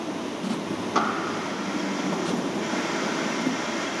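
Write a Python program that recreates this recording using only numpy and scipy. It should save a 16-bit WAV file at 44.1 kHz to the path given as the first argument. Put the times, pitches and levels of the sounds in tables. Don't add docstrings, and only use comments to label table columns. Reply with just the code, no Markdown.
import sys
import numpy as np
from scipy.fft import rfft, irfft, next_fast_len
from scipy.io import wavfile
from scipy.ndimage import map_coordinates

SR = 44100
rng = np.random.default_rng(int(sys.argv[2]) if len(sys.argv) > 2 else 0)


def unload_wav(signal):
    wavfile.write(
        sys.argv[1],
        SR,
        np.round(np.clip(np.atleast_2d(signal).T, -1, 1) * 32767).astype(np.int16),
    )


N = 176400

# start_s, gain_db
MOULD_CONTACTS = [(0.958, 2), (0.9639, 1), (0.9708, -3), (0.9762, -0.5), (0.986, -6.5), (1.037, -15),
                  (1.047, -14)]
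# pitch_hz, gain_db, t60_s
MOULD_MODES = [(215, -1, 0.85), (300, -5, 0.34), (409, -6, 1), (690, -1, 0.3), (831, -1, 0.4),
               (880, -5, 0.21), (1122, -8, .8), (1176, -5, .6), (1222, -10, 0.9), (1290, -5, 1),
               (1325, -9, 1.3), (1385, -6, 1.2), (1460, -11, .7)]
# frequency_hz, gain_db
CLUNK_EQ = [(40, -50), (110, -28), (200, -6), (400, 0.5), (520, -11.5), (670, -3), (850, 5.5),
            (1020, -10.5), (1200, 8), (1400, 0), (1600, -13), (2400, -14), (3400, -16.5), (4300, -18),
            (6300, -21.5), (8000, -46), (12000, -54)]
CRACK_EQ = [(800, -20), (1800, 1), (3000, -9), (3400, 14), (3900, -5), (6300, -4), (7200, -9), (8000, -25),
            (12000, -32)]
TAIL_EQ = [(50, -50), (150, -28), (330, -4), (520, -12), (820, 0), (1030, -8), (1150, 3), (1290, 6),
           (1440, 3), (1600, -12), (4000, -25), (9000, -61)]

# time_s, gain_db
RUMBLE_RIDE = [(0, -36), (.42, -40.5), (.48, -37.5), (.9, -35.5), (1.05, -34.5), (1.4, -35.5), (1.75, -35),
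               (2.0, -33.5), (2.35, -33), (2.47, -33.5), (2.9, -33), (3.2, -32), (3.5, -35.5), (4, -36.5)]
# frequency_hz, gain_db
RUMBLE_EQ = [(40, -49), (90, -34.5), (130, -18.5), (170, 0), (220, 3.5), (330, 2), (420, -2), (520, -9),
             (950, -11), (1500, -40), (4000, -55)]
GROAN_EQ = [(45, -36), (70, -21), (95, 0), (112, 8), (135, -18.5), (300, -54)]
# time_s, pitch_hz
PUMP_PITCH = [(1.55, 100), (1.9, 97.7), (2.15, 96.7), (2.35, 94.7), (2.75, 93.5)]
# harmonic, start_s, end_s, start_level_db, end_level_db
PUMP_HARMONICS = [(2, 1.48, 2.17, -41, -31.5), (3, 1.6, 2.13, -41, -34.5), (4, 2.05, 2.75, -41, -38),
                  (14, 1.65, 2.2, -51, -51)]

# time_s, gain_db
FLOW_RIDE = [(0, -49.5), (.85, -46), (1.05, -37.5), (1.5, -37.5), (2.0, -35.5), (2.2, -38.5), (2.55, -40.5),
             (2.64, -35.5), (2.8, -32), (3.2, -32.5), (3.65, -33.5), (4, -33)]
HISS_RIDE = [(0, -61), (1.0, -65), (1.5, -53.5), (2.05, -47.5), (2.3, -46.5), (2.56, -50.5), (2.66, -44),
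             (3.1, -45), (3.7, -45), (4, -46)]
# frequency_hz, gain_db
FLOW_EQ = [(60, -49), (150, -34), (400, -10), (620, 5.5), (780, -1.5), (1100, 2), (1600, -0.5),
           (2150, -4.5), (2600, -6.5), (3250, -10), (4400, -10), (6500, -12), (8000, -25), (12000, -71)]
HISS_EQ = [(1500, -32), (2800, -2.5), (3300, 4), (4000, -14), (5300, -1), (5550, 3.5), (6000, 4),
           (6400, -5), (7100, 2), (8000, -31), (12000, -55)]
# pitch_hz, width_hz, gain_db
PIPE_MODES = [(590, 30, -2), (842, 20, -3), (985, 35, -3), (1255, 16, -4), (1361, 15, 3), (1410, 20, -5),
              (1523, 28, -3), (1662, 16, -6), (1829, 18, 1), (1900, 25, -6), (2110, 100, -3.5),
              (2350, 80, -9), (2690, 45, -12), (3100, 80, -12), (3285, 55, -7.5), (3601, 35, -11),
              (4945, 45, -11.5), (5566, 90, -13), (5960, 80, -14)]

# start_s, level_db, knock_relative_db
JOLTS = [(0.439, -28, -26), (0.466, -31, -26), (0.498, -34, -12), (0.537, -29, -22), (.703, -27.5, -36),
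         (2.037, -29, -12), (2.124, -24, -6), (2.283, -22.5, -12), (2.333, -29, -24), (2.366, -27, -20),
         (2.548, -27, -19), (3.402, -29.5, -16), (3.461, -25.5, -12)]
# frequency_hz, gain_db
THUD_EQ = [(40, -40), (110, -18), (180, 5), (240, 4.5), (330, 1), (500, -11), (950, -21), (1600, -50),
           (5000, -41)]
KNOCK_EQ = [(100, -38), (400, 4), (700, 11), (920, 10), (1100, 7), (1350, 4), (1600, -13), (5000, -41)]

# start_s, hold_s, level_db
AIR_PUFFS = [(0.428, 0.04, -40.5), (0.487, 0.05, -37.5), (2.249, 0.05, -35.5)]
# frequency_hz, gain_db
AIR_EQ = [(500, 5), (1300, 22), (1800, 6), (3200, 15.5), (6000, 7), (8000, 3), (10000, 1), (12000, -15)]

# frequency_hz, gain_db
ROAR_EQ = [(25, -46), (60, -31.5), (145, -17.5), (195, -14.5), (265, -8.5), (300, -7.5), (360, -10),
           (450, -15.5), (660, -13.5), (740, -19.5), (980, -14), (1400, -24), (2070, -25.5), (3600, -27),
           (4500, -34), (6200, -31), (8000, -46), (9700, -41), (12000, -50)]
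# start_s, end_s, pitch_hz, level_db
MACHINE_HUMS = [(0, 0.36, 658, -46.5), (.2, 0.9, 303.5, -45.5), (.42, 0.6, 237, -40),
                (1.0, 1.38, 408, -39.5), (1.2, 4, 333.5, -43.5), (2.48, 4, 646, -45.5),
                (3.2, 3.6, 261.4, -39.5), (3.68, 3.85, 334, -38.5)]


def mould_clunk():
    def force(t60):
        return np.sqrt(sum((amp(db) * burst(start, attack=.00038, t60=t60)) ** 2
                           for start, db in MOULD_CONTACTS))

    t, ring = clock(), 0
    for start, contact_db in MOULD_CONTACTS:
        for hz, mode_db, t60 in MOULD_MODES:
            gain = amp(contact_db + mode_db + rng.normal(0, 1.3))
            mode = np.sin(2 * np.pi * (hz * t + rng.random()))
            ring += gain * burst(start, attack=.004, t60=t60) * mode
    tail = noise(TAIL_EQ, burst(MOULD_CONTACTS[0][0], attack=.01, t60=2.2))
    clunk = noise(CLUNK_EQ, force(t60=.055))
    crack = noise(CRACK_EQ, force(t60=.019))
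    return amp(-16.5) * clunk + amp(-28.5) * crack + amp(-33) * ring + amp(-26.5) * tail


def hydraulic_pump():
    rumble = amp(curve(RUMBLE_RIDE) + 2 + .21 * wobble(11)) * noise(RUMBLE_EQ)
    groan = amp(-48.5) * noise(GROAN_EQ, burst(start=.66, attack=.029, t60=4.2, hold=.15))
    pitch_hz, drone = curve(PUMP_PITCH), 0
    for harmonic, start, end, start_db, end_db in PUMP_HARMONICS:
        gain = amp(curve([(start, start_db), (end, end_db)]))
        drone += gain * tone(start, end, harmonic * pitch_hz, fade_s=.12, roughness=.18)
    return rumble + groan + drone


def oil_rush():
    singing = unit(sum(amp(db + 1.5 * wobble(4.98)) * resonance(hz, width_hz)
                       for hz, width_hz, db in PIPE_MODES))
    rush = amp(curve(FLOW_RIDE) - 2) * (noise(FLOW_EQ) + singing)
    flutter = amp(.6 * wobble(16))
    hiss = amp(curve(HISS_RIDE)) * noise(HISS_EQ)
    return flutter * (rush + hiss)


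def frame_thuds():
    thuds = sum(amp(db) * burst(start, attack=.003, t60=.28) for start, db, _ in JOLTS)
    knocks = sum(amp(db + knock_db) * burst(start, attack=.003, t60=.44) for start, db, knock_db in JOLTS)
    return noise(THUD_EQ, thuds) + noise(KNOCK_EQ, knocks)


def air_puffs():
    return sum(amp(db) * burst(start, attack=.0069, t60=.14, hold=hold) * noise(AIR_EQ)
               for start, hold, db in AIR_PUFFS)


def factory_bed():
    roar = amp(-34.5 + 1.2 * wobble(7.55)) * noise(ROAR_EQ)
    hums = sum(amp(db) * tone(start, end, hz) for start, end, hz, db in MACHINE_HUMS)
    return roar + hums


def tone(start, end, hz, fade_s=.1, roughness=0):
    t = clock()
    gate = np.clip(np.minimum(t - start, end - t) / fade_s + .5, 0, 1)
    phase = 2 * np.pi * np.cumsum(hz + 1.5 * wobble(30.4)) / SR
    shake = 1 + roughness * (wobble(45) + 1j * wobble(45))
    waver = amp(2 * wobble(7.36))
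    return gate * unit(waver * np.imag(shake * np.exp(1j * phase)))


def resonance(hz, width_hz):
    return filtered(rng.standard_normal(N), lambda f: 1j * f * width_hz / (hz**2 - f**2 + 1j * f * width_hz))


def noise(eq, envelope=1):
    hz, db = np.transpose(eq)
    force = envelope * rng.standard_normal(N)
    return filtered(force, lambda f: unit(amp(np.interp(np.log(f + 1), np.log(hz), db))))


def filtered(x, response):
    size = next_fast_len(N + 8192)
    return irfft(rfft(x, size) * response(np.fft.rfftfreq(size, 1 / SR)), size)[:N]


def burst(start, attack, t60, hold=0):
    t = np.maximum(clock() - start, 0)
    return (1 - np.exp(-t / attack)) * amp(-60 * np.maximum(t - hold, 0) / t60)


def wobble(rate):
    return map_coordinates(rng.standard_normal(2000), [clock() * rate], mode='wrap')


def curve(rows):
    return np.interp(clock(), *np.transpose(rows))


def clock():
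    return np.arange(N) / SR


def amp(db):
    return 10 ** (np.asarray(db) / 20)


def unit(x):
    return x / np.sqrt(np.mean(x ** 2) + 1e-20)


def scene():
    mono = factory_bed() + hydraulic_pump() + oil_rush() + mould_clunk() + frame_thuds() + air_puffs()
    return np.array([mono, mono])


def record(dry):
    return np.array([filtered(channel, lambda hz: hz < 12050) for channel in dry])


dry = scene()
out = record(dry)
unload_wav(out)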